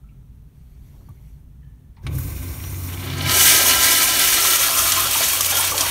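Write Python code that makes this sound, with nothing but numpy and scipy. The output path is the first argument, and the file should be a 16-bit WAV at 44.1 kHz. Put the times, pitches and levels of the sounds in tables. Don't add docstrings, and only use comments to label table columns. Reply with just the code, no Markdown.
import sys
import numpy as np
from scipy import signal
from scipy.fft import rfft, irfft, next_fast_len
from scipy.io import wavfile
from scipy.ndimage import uniform_filter1d

SR = 44100
rng = np.random.default_rng(int(sys.argv[2]) if len(sys.argv) > 2 else 0)


def int16_out(signal):
    q = np.round(np.clip(np.atleast_2d(signal).T, -1, 1) * 32767)
    wavfile.write(sys.argv[1], SR, q.astype(np.int16))


def attenuation_scalar(level_db):
    decades = np.asarray(level_db, float) / 20
    return 10 ** decades


N = 260190
T = np.arange(N) / SR
HZ, FRAME_S = np.fft.rfftfreq(512, 1 / SR), np.arange(N // 128 + 5) * 128 / SR

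VALVE_OPENS_S = 2.02
ARRIVAL_S = (2.72, 3.3)
DRAWDOWN_S = (4.18, 4.64)
# (time [s], spray from valve and rim [dB], sheet in the bowl [dB])
FLOW = [(2.02, -63, -68), (2.11, -47, -48), (2.15, -36, -50), (2.2, -33, -48.5), (2.38, -35.5, -46),
        (2.83, -33.5, -47), (3.11, -38.5, -32.5), (3.23, -36, -25), (3.31, -19.5, -17.5),
        (3.41, -9.5, -12.5), (3.77, -15.5, -13.5), (3.88, -13.5, -13.5), (4.1, -16.5, -18),
        (4.47, -16, -20), (4.74, -19.5, -20), (4.9, -19, -19), (5.06, -20.5, -22), (5.3, -18, -25),
        (5.9, -22, -21)]
FULL_SHEET_DB = -14


def evened(x):
    return x / np.sqrt(np.mean(x ** 2) + 1e-20)


def read(points, hz):
    f, value = np.transpose(points)
    return np.interp(np.log(hz + 1), np.log(f + 1), value)


def add(mix, s, sound):
    part = mix[round(s * SR):][:len(sound)]
    part += sound[:len(part)]


def columns(rows, t):
    s, *rest = np.transpose(rows)
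    return [np.interp(t, s, c) for c in rest]


def coloured(x, gain):
    size = next_fast_len(len(x) + 8192)
    return irfft(rfft(x, size) * gain(np.fft.rfftfreq(size, 1 / SR)), size)[:len(x)]


def modes(table, hz):
    return sum(attenuation_scalar(db) / (1 + 2j * (hz - f) / width) for f, width, db in table)


def mode_noise(count, hz, width_hz):
    return evened(coloured(rng.standard_normal(count), lambda f: modes([(hz, width_hz, 0)], f) ** 2))


def smoothed(x, size):
    return uniform_filter1d(uniform_filter1d(x, size), size)


def wander(t, size):
    return evened(smoothed(rng.standard_normal(len(t)), size))


def sung(hz):
    return np.sin(2 * np.pi * np.cumsum(hz) / SR)


def wetness(t):
    return np.interp(t, ARRIVAL_S, (0, 1))


def restless(gain, patchy_db, flicker_db):
    bins, frames = gain.shape
    a, b, patches = rng.standard_normal((frames, bins, 3)).T
    patches = uniform_filter1d(patches, size=8, axis=0)
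    patches = evened(uniform_filter1d(patches, size=14, axis=1))
    kicks = np.minimum(rng.exponential(1, frames), 3) - 1
    gusts = evened(signal.lfilter([1], [1, -.72], kicks))
    field = attenuation_scalar(patchy_db * patches + flicker_db * gusts)
    white = a + 1j * b
    shaped = white * gain * evened(field)
    unit = np.sqrt(np.mean(signal.istft(white, nperseg=512, noverlap=384)[1] ** 2) / bins)
    return signal.istft(shaped, nperseg=512, noverlap=384)[1][:N] / unit


def bubbles(per_s, low_hz, high_hz, cycles, spread_db, rise=0.011, turns=24):
    out = np.zeros(N)
    size = attenuation_scalar(spread_db * np.minimum(rng.exponential(1, N), 5)) * (rng.random(N) < per_s / SR)
    kind = rng.integers(0, 24, N)
    for k, hz in enumerate(np.geomspace(low_hz, high_hz, num=24)):
        u = np.arange(int(turns * SR / hz)) * hz / SR
        grain = np.sin(2 * np.pi * u * (1 + rise * u)) * np.exp(-u / cycles)
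        grain *= np.minimum(u, 1) * np.sqrt(hz)
        out += signal.oaconvolve(size * (kind == k), grain)[:N]
    return evened(out)


def flow(t):
    # (time [s], spray change [dB], sheet change [dB], half length [s])
    surges = [(2.87, 0, -1, 0.014), (2.92, -1, 4, .012), (2.97, 0, -7, .01), (3.057, 2, 0, .012),
              (3.16, -0.5, -3.5, .018), (3.222, 7, -3, .01), (3.406, -2, -2, 0.067),
              (3.54, -0.5, -2.5, 0.025), (3.608, -2, -1, 0.012), (3.638, -2, -3, 0.053),
              (3.672, 2, -3, 0.018), (3.782, -3.5, -6, 0.03), (3.88, -1.5, 1, 0.018),
              (3.923, -0.5, -1.0, 0.048), (4.015, -3, 3, 0.015), (4.043, 1, -2.5, 0.06),
              (4.147, -1.5, 1.5, 0.068), (4.2, -2, 3, 0.012), (4.253, 2.5, 3, 0.038),
              (4.334, 1.5, 5, 0.013), (4.387, -2.5, 4, 0.021), (4.415, 1, -3, 0.012),
              (4.46, -0.5, 3.5, 0.026), (4.519, 1, 0.5, 0.054), (4.579, -3, -3.5, 0.014),
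              (4.642, 2, 3, 0.02), (4.77, 1.5, -3.5, 0.035), (4.836, 2.5, 0, 0.076),
              (4.872, 2.5, -1.5, 0.0084), (4.95, 0, -1.5, 0.012), (5.09, -1, 0.5, 0.024),
              (5.143, 2, 3, 0.029), (5.227, 0, 7, 0.045), (5.312, 0.5, 2, 0.018), (5.387, -2.5, 2, 0.064),
              (5.467, 4, 0, 0.013), (5.478, -4, -5, 0.011), (5.534, -4, 5, 0.013), (5.583, 1, 2, 0.094),
              (5.587, 1, -5, 0.022), (5.634, -3.5, 3, 0.012), (5.694, -3, -1, 0.012), (5.712, 3, 0, 0.011),
              (5.738, -3.5, -8, 0.027)]
    spray_db, sheet_db = columns(FLOW, t)
    gurgle_db = -24.5 + 0.6 * (sheet_db - FULL_SHEET_DB) + 3 * np.interp(t, DRAWDOWN_S, (0, 1))
    gurgle_db += np.interp(t, (DRAWDOWN_S[1], 5.1, 5.49, 5.53), (0, -0.5, -0.5, 0.5))
    s, spray_change, sheet_change, length = np.transpose(surges)
    bump = np.exp(-((t[:, None] - s) / length) ** 2)
    return spray_db + bump @ spray_change, sheet_db + bump @ sheet_change, gurgle_db


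def ventilation():
    # (frequency [Hz], level [dB per Hz])
    air = [(100, -16), (300, 5), (500, -5.5), (900, -7), (1830, -13), (3590, -15.5), (4600, -18.5),
           (6000, -16.5), (10000, -16), (15700, -16)]
    # (pitch [Hz], width [Hz], level [dB])
    room = [(58.2, 30, 3.5), (87.7, 15, -2), (132.7, 37, -2), (200, 18, -11), (248.7, 31, -15.5),
            (350, 110, -35), (387, 45, -30.5)]
    a, b = rng.standard_normal((2, N))
    rumble = evened(coloured(a, lambda hz: sum(attenuation_scalar(db) * modes([(f, width, 0)], hz) ** 2
                                               for f, width, db in room)))
    hiss = evened(coloured(b, lambda hz: attenuation_scalar(read(air, hz))))
    return attenuation_scalar(-43) * rumble + attenuation_scalar(-65) * hiss


def sleeve():
    # (frequency [Hz], level [dB per Hz])
    weave = [(350, -37), (600, -1), (1080, -7), (1630, -9), (2050, -11.5), (2770, -9.5), (4470, -13),
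             (7610, -9.5), (12400, -9.5), (15700, -13)]
    # (pitch [Hz], width [Hz], level [dB])
    weave_bands = [(2200, 370, 3), (3400, 200, -5), (4450, 250, 7), (5860, 300, 3), (6800, 300, -4),
                   (12500, 1200, 0)]
    # (time [s], cloth speed [dB])
    arm = [(.4, -85), (.53, -80), (.56, -74), (.76, -72), (.92, -66), (1.19, -71.5), (1.27, -67.5),
           (1.47, -79), (1.5, -82)]
    # (time [s], level [dB], length [s])
    grips = [
        (.57, -70, .08),
        (.82, -69, .05),
        (0.95, -48, 0.044),
        (1.08, -45.5, 0.16),
        (1.46, -62, .06),
    ]
    cloth = attenuation_scalar(read(weave, HZ)) * abs(1 + modes(weave_bands, HZ))
    grip = abs(modes([(263, 200, 0)], HZ)) ** 2
    moving = np.clip(np.minimum(FRAME_S - arm[0][0], arm[-1][0] - FRAME_S) / 0.11, 0, 1)
    shifts = sum(attenuation_scalar(db - 14.0) * np.exp(-((FRAME_S - s) / length) ** 2) for s, db, length in grips)
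    gain = np.outer(cloth / np.linalg.norm(cloth), attenuation_scalar(columns(arm, FRAME_S)[0] + 4.5))
    gain += np.outer(grip / np.linalg.norm(grip), shifts)
    return restless(gain * moving, patchy_db=2.5, flicker_db=0.5)


def knocks():
    # (time [s], peak [dB], ring [Hz], t60 [s], share of wide crack [0-1])
    dull_knocks = [(.94, -59, 900, .1, .1), (1.007, -57, 1150, .067, .02), (1.084, -48, 900, 0.073, .02),
                   (1.963, -58, 4200, .1, 0.1), (1.966, -56, 2200, 0.14, .02), (2.030, -58, 5500, .3, .02),
                   (2.065, -24, 3600, 0.063, 0.9), (2.066, -44, 696, .12, 0.2),
                   (2.183, -32, 1500, 0.041, 0.3), (2.483, -38, 5500, .06, 0.07),
                   (2.595, -31.5, 2200, 0.081, 0.4), (2.636, -29, 2200, .09, 0.8),
                   (2.741, -33.5, 2300, 0.071, 0.5), (2.94, -34, 3300, 0.04, 0.1),
                   (3.179, -25, 7200, .05, .02), (3.206, -19, 3700, 0.046, .02),
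                   (2.181, -26.5, 13000, 0.091, 0.02)]
    # (time [s], peak [dB], ring [Hz], width [Hz], t60 [s])
    rings = [(.036, -66, 1340, 90, .44), (.085, -65, 2650, 450, .15), (.085, -69, 2330, 250, .3),
             (.105, -71, 1330, 60, .2), (.33, -68, 885, 80, .2), (.46, -71, 4400, 300, .1),
             (1.618, -62, 1800, 200, .2), (1.64, -70.5, 1750, 140, 1.4), (1.732, -66, 890, 120, .08),
             (1.625, -70, 3050, 200, .3), (1.969, -52.5, 930, 260, 0.27), (2.030, -59, 1580, 200, .35),
             (2.091, -47, 500, 120, 1.4), (2.18, -47, 920, 70, 0.14), (2.18, -47, 1530, 70, .15),
             (3.6, -30, 560, 90, 0.46), (3.78, -35, 645, 30.3, 0.19), (4.86, -30, 680, 70, 0.14),
             (5.39, -36, 620, 100, 0.13), (5.548, -24, 3200, 200, 0.42), (5.56, -23.5, 1385, 60, 0.21),
             (5.76, -33, 500, 100, 0.15), (4.965, -22, 1046, 40, 0.3), (4.956, -36, 604, 90, 0.13),
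             (5.205, -29, 498, 162, 0.16), (5.525, -32, 800, 300, 0.68), (5.525, -30, 504, 80, 0.15),
             (5.715, -34, 486, 120, 0.32), (2.064, -39, 9300, 1500, .06), (2.064, -48, 6200, 1200, .08),
             (4.97, -24, 12100, 500, .25), (5.11, -23, 8250, 900, 0.28), (5.2, -26, 11900, 400, .4),
             (5.8, -31.5, 680, 120, .2), (5.8, -29.5, 930, 200, 0.88), (5.58, -28, 970, 150, 0.35),
             (1.085, -52, 1120, 110, 0.11), (1.085, -59, 1510, 90, .1)]
    out, t = np.zeros(N), np.arange(24000) / SR
    dull = [(s, db, hz, hz / 2.2, t60, crack) for s, db, hz, t60, crack in dull_knocks]
    narrow = [(s, db, hz, width, t60, 0.09) for s, db, hz, width, t60 in rings]
    for s, db, hz, width, t60, crack in dull + narrow:
        ring = mode_noise(len(t), hz, width) * attenuation_scalar(-60 * t / t60)
        burst = mode_noise(len(t), 2900, 3900) * attenuation_scalar(-60 * t / 0.048)
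        add(out, s, attenuation_scalar(db) * ((1 - crack) * ring + crack * burst) * np.minimum(t / 0.0047, 1))
    tick = mode_noise(len(t), 12500, 5100)
    add(out, 1.0917, attenuation_scalar(-42 - 60 * t / 0.0052) * tick)
    bump = np.sin(2 * np.pi * 110 * t * (1 - 3 * t)) * np.minimum(t / 0.0041, 1)
    add(out, 1.093, attenuation_scalar(-33 - 60 * t / 0.37) * bump)
    return out


def clack():
    # (pitch [Hz], level [dB], t60 [s])
    brass = [(1120, -8, 0.095), (1520, -4, 0.044), (1960, -1, 0.03), (2239, -3, 0.075), (2374, -9, 0.09),
             (3009, -21, 0.12), (3860, -18, 0.11), (4194, -10, 0.06), (4807, -11, 0.015),
             (5800, -18, 0.044)]
    out, t = np.zeros(N), np.arange(8000) / SR
    ring = sum(attenuation_scalar(db - 60 * t / t60) * np.sin(2 * np.pi * (hz * t + rng.random())) for hz, db, t60 in brass)
    add(out, 2.0662, attenuation_scalar(-31.5) * ring * np.minimum(t / 0.00089, 1))
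    return out


def slugs():
    # (time [s], length [s], level [dB], from [Hz], to [Hz])
    slides = [
        (2.04, 0.25, -27.5, 147.7, 118),
        (2.105, 0.13, -41.5, 322.5, 265),
        (2.237, 0.13, -40, 287.3, 251.5),
        (3.052, 0.22, -31, 129.6, 144),
        (3.2, 0.15, -28, 144, 120),
    ]
    out = np.zeros(N)
    for s, length, db, from_hz, to_hz in slides:
        u = np.arange(0, 1, 1 / (length * SR))
        add(out, s, attenuation_scalar(db) * np.sin(np.pi * u ** 0.75) * sung(from_hz + (to_hz - from_hz) * u))
    return out


def pipe():
    # (time [s], tone level [dB], turbulence level [dB])
    drive = [(2.0, -41, -52), (2.05, -36, -33.5), (2.17, -28.5, -33.5), (2.3, -34.5, -35.5),
             (2.48, -29.5, -38), (2.56, -54, -39), (2.63, -31.5, -40), (2.86, -29, -37.5),
             (3.04, -32.5, -37), (3.24, -27, -33.5), (3.56, -38.5, -42.5), (3.72, -36, -51),
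             (3.8, -42.5, -50), (4.65, -48.5, -52), (5.01, -37.5, -51), (5.25, -48, -48.5),
             (5.45, -38.5, -62), (5.9, -40, -57)]
    # (time [s], pitch [Hz])
    tone_pitch = [(2.1, 103.6), (2.2, 88), (2.29, 101.6), (2.38, 88.1), (2.55, 93.2), (2.8, 89.4),
                  (3.0, 91.7)]
    # (pitch [Hz], width [Hz], level [dB])
    upper_modes = [(216, 9.6, -10), (265, 11.2, -1), (300, 56, -3.5), (326, 15, -16)]
    # (time [s], level [dB])
    trap_level = [(3.2, -67), (3.37, -33.5), (3.45, -53), (3.55, -38), (3.72, -43), (3.85, -58), (4.0, -42),
                  (4.1, -56), (4.25, -42.5), (4.5, -43), (4.6, -49), (5.9, -54.5)]
    wet = wetness(T)
    tone_db, turbulence_db = columns(drive, T)
    sag_db = 4 * np.maximum(T - ARRIVAL_S[1], 0)
    above_db = turbulence_db + wet * wander(T, size=3000)
    under_db = np.interp(T, (2.37, 3.1), (-31.5, -46)) - sag_db + wander(T, size=3000)
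    rush_db = 8.5 * wet * np.where(T > DRAWDOWN_S[0], .4, 1)
    upper_db = -43.5 + 0.41 * (turbulence_db + 36.5) + rush_db - 0.33 * sag_db

    waver_hz = 6.38 / 3 * wander(T, size=3000)
    tone = np.sqrt(2) * sung(columns(tone_pitch, T)[0] + waver_hz)
    above = mode_noise(N, 136.0, 47)
    under = mode_noise(N, 68.6, 30)
    upper = evened(coloured(rng.standard_normal(N), lambda f: sum(
        attenuation_scalar(db) * modes([(hz, 2.33 * width, 0)], f) ** 2 for hz, width, db in upper_modes)))
    trap = np.sqrt(2) * sung(385 + 4.99 * wander(T, size=900))
    layers = attenuation_scalar(tone_db) * tone + attenuation_scalar(above_db) * above + attenuation_scalar(under_db) * under + attenuation_scalar(upper_db) * upper
    layers += attenuation_scalar(columns(trap_level, T)[0]) * wet * trap
    return layers * np.clip((T - VALVE_OPENS_S) / 0.044, 0, 1)


def whistle():
    # (time [s], pitch [Hz], level [dB])
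    glide = [(2.52, 5610, -60), (2.6, 5480, -53), (2.64, 5750, -44), (2.675, 5820, -40), (2.695, 5960, -52),
             (2.715, 6150, -48), (2.76, 6500, -46), (2.8, 6800, -54)]
    hz, db = columns(glide, T)
    fuzz = 0.88 + 0.75 * evened(uniform_filter1d(rng.standard_normal(N), size=260))
    return attenuation_scalar(db) * fuzz * sung(hz) * (T > glide[0][0]) * (T < glide[-1][0])


def song():
    # (pitch [Hz], level at full sheet [dB], start [s], end [s])
    pockets = [(1352, -35, 3.28, 3.6), (1284, -32, 3.275, 3.75), (1338, -33, 3.72, 4.05),
               (1596, -34, 3.3, 4.25), (1578, -33.5, 4.14, 4.45), (1015, -38, 3.62, 4.0),
               (1040, -38, 4.18, 4.4), (1238, -32, 4.72, 5.14), (1350, -36, 4.45, 5.14),
               (1062, -35, 4.78, 5.05)]
    sheet_db, out = columns(FLOW, T)[1] - FULL_SHEET_DB, np.zeros(N)
    for hz, db, start, end in pockets:
        tone = sung(hz + 15.9 * wander(T, size=500))
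        held = np.clip(np.minimum((T - start) / 0.038, (end - T) / 0.16), 0, 1)
        out += attenuation_scalar(db + 0.48 * sheet_db + 2.5 * wander(T, size=1200)) * held * tone
    return out


def glugs():
    # (time [s], peak [dB], pitch [Hz])
    large = [(5.156, -8.5, 910), (5.207, -8, 647), (5.403, -12, 1150), (5.522, -13, 796),
             (5.565, -19, 1330), (4.449, -10, 1040), (4.794, -11, 1220), (5.335, -13, 1070),
             (5.671, -29, 1360), (5.831, -13, 1150), (5.151, -12, 1190), (5.61, -15, 1730),
             (5.72, -16, 477), (5.72, -8.5, 1130), (5.741, -12, 846)]
    out, t = np.zeros(N), np.arange(6000) / SR
    for s, db, hz in large:
        tone = np.sin(2 * np.pi * hz * t * (1 + 1.7 * t))
        add(out, s, attenuation_scalar(db - 8 - 60 * t / 0.05) * tone * np.minimum(t / 0.0013, 1))
    return out


def slaps():
    # (time [s], peak [dB], t60 [s], centre [Hz])
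    hits = [(2.898, -30, 0.034, 2010), (2.887, -29.5, 0.026, 2360), (2.938, -28, 0.038, 3550),
            (2.974, -28, 0.044, 2400), (3.035, -27, 0.03, 2900), (3.135, -26, 0.03, 3500),
            (3, -31, 0.048, 2930), (3.025, -35, 0.18, 2400), (3.0675, -27.5, 0.19, 2920),
            (3.1004, -22.5, 0.061, 3470), (3.1795, -26, 0.09, 2500), (3.209, -17, 0.039, 2920),
            (3.2376, -27, 0.11, 2300), (3.26, -21, 0.2, 2310), (3.294, -8.5, 0.046, 4400),
            (3.908, -5, .03, 10000), (4.1928, -4, 0.052, 9000), (4.34, -4, 0.036, 8000),
            (4.5325, -10, 0.046, 3230), (4.557, -5, 0.037, 8000), (4.6172, -7.5, 0.044, 9000),
            (4.776, -10.5, 0.059, 5740), (4.979, -11, 0.048, 11970), (5.002, -8, 0.033, 12000),
            (5.111, -8, 0.034, 9600), (5.332, -6.5, 0.037, 12200), (5.462, -8, .04, 12500),
            (4.92, -1.5, 0.05, 6740), (5.231, -10, 0.11, 5550), (5.4075, -0.5, 0.031, 7580),
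            (5.446, -8, 0.039, 5530), (5.5105, -10.5, 0.074, 8180), (5.57, -9, 0.081, 6160),
            (5.7788, -4.5, 0.032, 6460), (5.8081, -3.5, 0.066, 6160)]
    out, t = np.zeros(N), np.arange(6000) / SR
    for s, db, t60, hz in hits:
        slap = mode_noise(len(t), hz, 0.9 * hz)
        add(out, s, attenuation_scalar(db - 5.5 - 60 * t / t60) * slap * np.minimum(t / 0.00062, 1))
    return out


def droplets():
    spray_db = np.interp(T, FRAME_S, flow(FRAME_S)[0])
    level = attenuation_scalar(spray_db - 7.5) * np.interp(T, DRAWDOWN_S, (.6, 1))
    sings = bubbles(250, 4500., 14480.0, cycles=88.0, spread_db=2.5, rise=0.00039, turns=100)
    return wetness(T) * level * sings


def water():
    # (frequency [Hz], level [dB per Hz])
    hiss = [(300, 6), (500, 0.5), (1000, -6.5), (2500, 3), (5000, -9), (8000, -12), (12000, -8),
            (14000, -4.5), (15700, -7.5)]
    # (frequency [Hz], level [dB per Hz])
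    bowl_rush = [(300, 9), (500, -13), (900, -3.5), (1500, -2), (3000, -6.5), (5000, -1.5), (6000, 1.5),
                 (9000, -1), (12200, -2.5), (14500, -4.5), (15700, -7.5)]
    arrived = wetness(FRAME_S)
    shape = attenuation_scalar(np.outer(read(hiss, HZ), 1 - arrived) + np.outer(read(bowl_rush, HZ), arrived))
    low = 1 / (1 + (HZ / 1500) ** 8)
    high = 1 / (1 + (5000 / (HZ + 1)) ** 16)
    bottom = 1 / (1 + (400 / (HZ + 1)) ** 8)
    spray_db, sheet_db, gurgle_db = flow(FRAME_S)
    slosh_db = arrived * np.interp(FRAME_S, DRAWDOWN_S, (0.4, 0.35))
    layers = ((high, spray_db + 0.1), (1 - low - high, sheet_db - 3.0), (low * bottom, gurgle_db - 6.0))
    power = 0
    for band, db in layers:
        part = shape ** 2 * np.clip(band, 0, 1)[:, None]
        power = power + part / part.sum(0) * attenuation_scalar(db + slosh_db * wander(FRAME_S, size=4)) ** 2
    rush = restless(np.sqrt(power) * (FRAME_S > VALVE_OPENS_S), patchy_db=0.84, flicker_db=1.06)

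    spray_db, gurgle_db = np.interp(T, FRAME_S, spray_db), np.interp(T, FRAME_S, gurgle_db)
    fizz = attenuation_scalar(spray_db - 7.0) * bubbles(2500, 2106.0, 13540.0, cycles=2.7, spread_db=3.0)
    stirred = np.interp(T, DRAWDOWN_S, (.3, 1))
    gurgle = stirred * attenuation_scalar(gurgle_db - 8) * bubbles(300, 480., 1900., cycles=6., spread_db=3.)
    return rush + wetness(T) * (fizz + gurgle)


def bowl(x):
    # (pitch [Hz], width [Hz], level [dB])
    valve_body = [(1070, 230, 12), (1540, 41, 10.5), (2070, 60, 8), (2260, 220, 2), (2420, 60, 5),
                  (2920, 72, 2), (3630, 220, 7.5), (4130, 110, 8), (5620, 81, 3), (6840, 150, 6),
                  (7470, 180, 3), (8550, 110, 7), (9260, 190, 7), (12400, 340, -7)]
    # (pitch [Hz], width [Hz], level [dB])
    full_bowl = [(680, 190, 11), (1003, 66, 14), (1272, 45, 16.5), (1350, 44, 17), (1595, 34, 13),
                 (1043, 45, 7), (1970, 29, 10), (2300, 150, 4), (2930, 190, 8.5), (3510, 60, 4),
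                 (4430, 64, 3), (8000, 63, -3)]
    # (centre [Hz], width [Hz], part taken out [dB])
    full_dips = [(910, 90, -3.5), (1150, 196, -3), (1482, 253, -1), (2700, 190, -6)]
    # (pitch [Hz], width [Hz], level [dB])
    low_bowl = [(665, 12.5, 8), (810, 11.5, 6), (1070, 53, 6), (1210, 100, -10.5), (1360, 150, 0.5),
                (1660, 72, -1), (1965, 30, 2), (2316, 44, 4), (2590, 230, 0.5), (2920, 107, 5),
                (3230, 97, 6), (3600, 44, 2.5), (3730, 94, -10), (4356, 61, 2.5)]
    # (pitch [Hz], width [Hz], level [dB])
    rim_pocket = [(1245, 23, 2.1), (1344, 24, 1.1)]

    def direct(f, share):
        return share + (1 - share) / (1 + (4500 / (f + 1)) ** 4)

    wet, low = wetness(T), np.interp(T, DRAWDOWN_S, (0, 1))
    valve = coloured(x, lambda f: 0.7 + 0.44 * modes(valve_body, f))
    full = coloured(x, lambda f: (direct(f, 0.61) + 0.38 * modes(full_bowl, f)) * (1 - modes(full_dips, f)))
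    drawn = coloured(x, lambda f: direct(f, 0.43) + 0.53 * modes(low_bowl, f))
    pocket_open = np.interp(T, (4.3, 4.45, 5.06, 5.16), (0, 1, 1, 0))
    pocket = pocket_open * coloured(x, lambda f: modes(rim_pocket, f))
    return (1 - wet) * valve + wet * ((1 - low) * full + low * drawn + pocket)


def tiles(x):
    t60_s, tail_db = 0.58, -14.5
    taps = np.zeros(SR // 2)
    at = np.arange(140, len(taps) - 20, 20)
    at = at + rng.integers(0, 20, len(at))
    taps[at] = rng.choice([-1., 1.], len(at)) * attenuation_scalar(-60 * at / SR / t60_s)
    taps = coloured(taps, lambda f: modes([(0, 9800, 0)], f) ** 2)
    tail = signal.fftconvolve(x, taps / np.linalg.norm(taps))[:N]
    return (x + attenuation_scalar(tail_db) * tail) / np.sqrt(1 + attenuation_scalar(tail_db) ** 2)


def scene():
    background = ventilation() + sleeve() + knocks() + clack()
    plumbing = slugs() + pipe() + song()
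    in_bowl = bowl(water() + slaps() + droplets())
    mono = background + plumbing + tiles(whistle() + glugs() + in_bowl)
    return np.array([mono, mono])


def top_cut(x):
    return signal.sosfilt(signal.butter(12, 17030, fs=SR, output="sos"), x)


def record(dry):
    # (centre [Hz], width [Hz], part taken out [dB])
    housing_dips = [(4830, 860, -9), (7490, 1770, -8), (10450, 570, -5.5)]
    edge_hz = 15750
    heard = dry[0] / (1 + dry[0] ** 6) ** (1 / 6)
    heard = coloured(heard, lambda f: (1 - modes(housing_dips, f)) * np.clip((edge_hz - f) / 60, 0, 1))
    return top_cut(np.array([heard, heard]))


dry = scene()
out = record(dry)
int16_out(out)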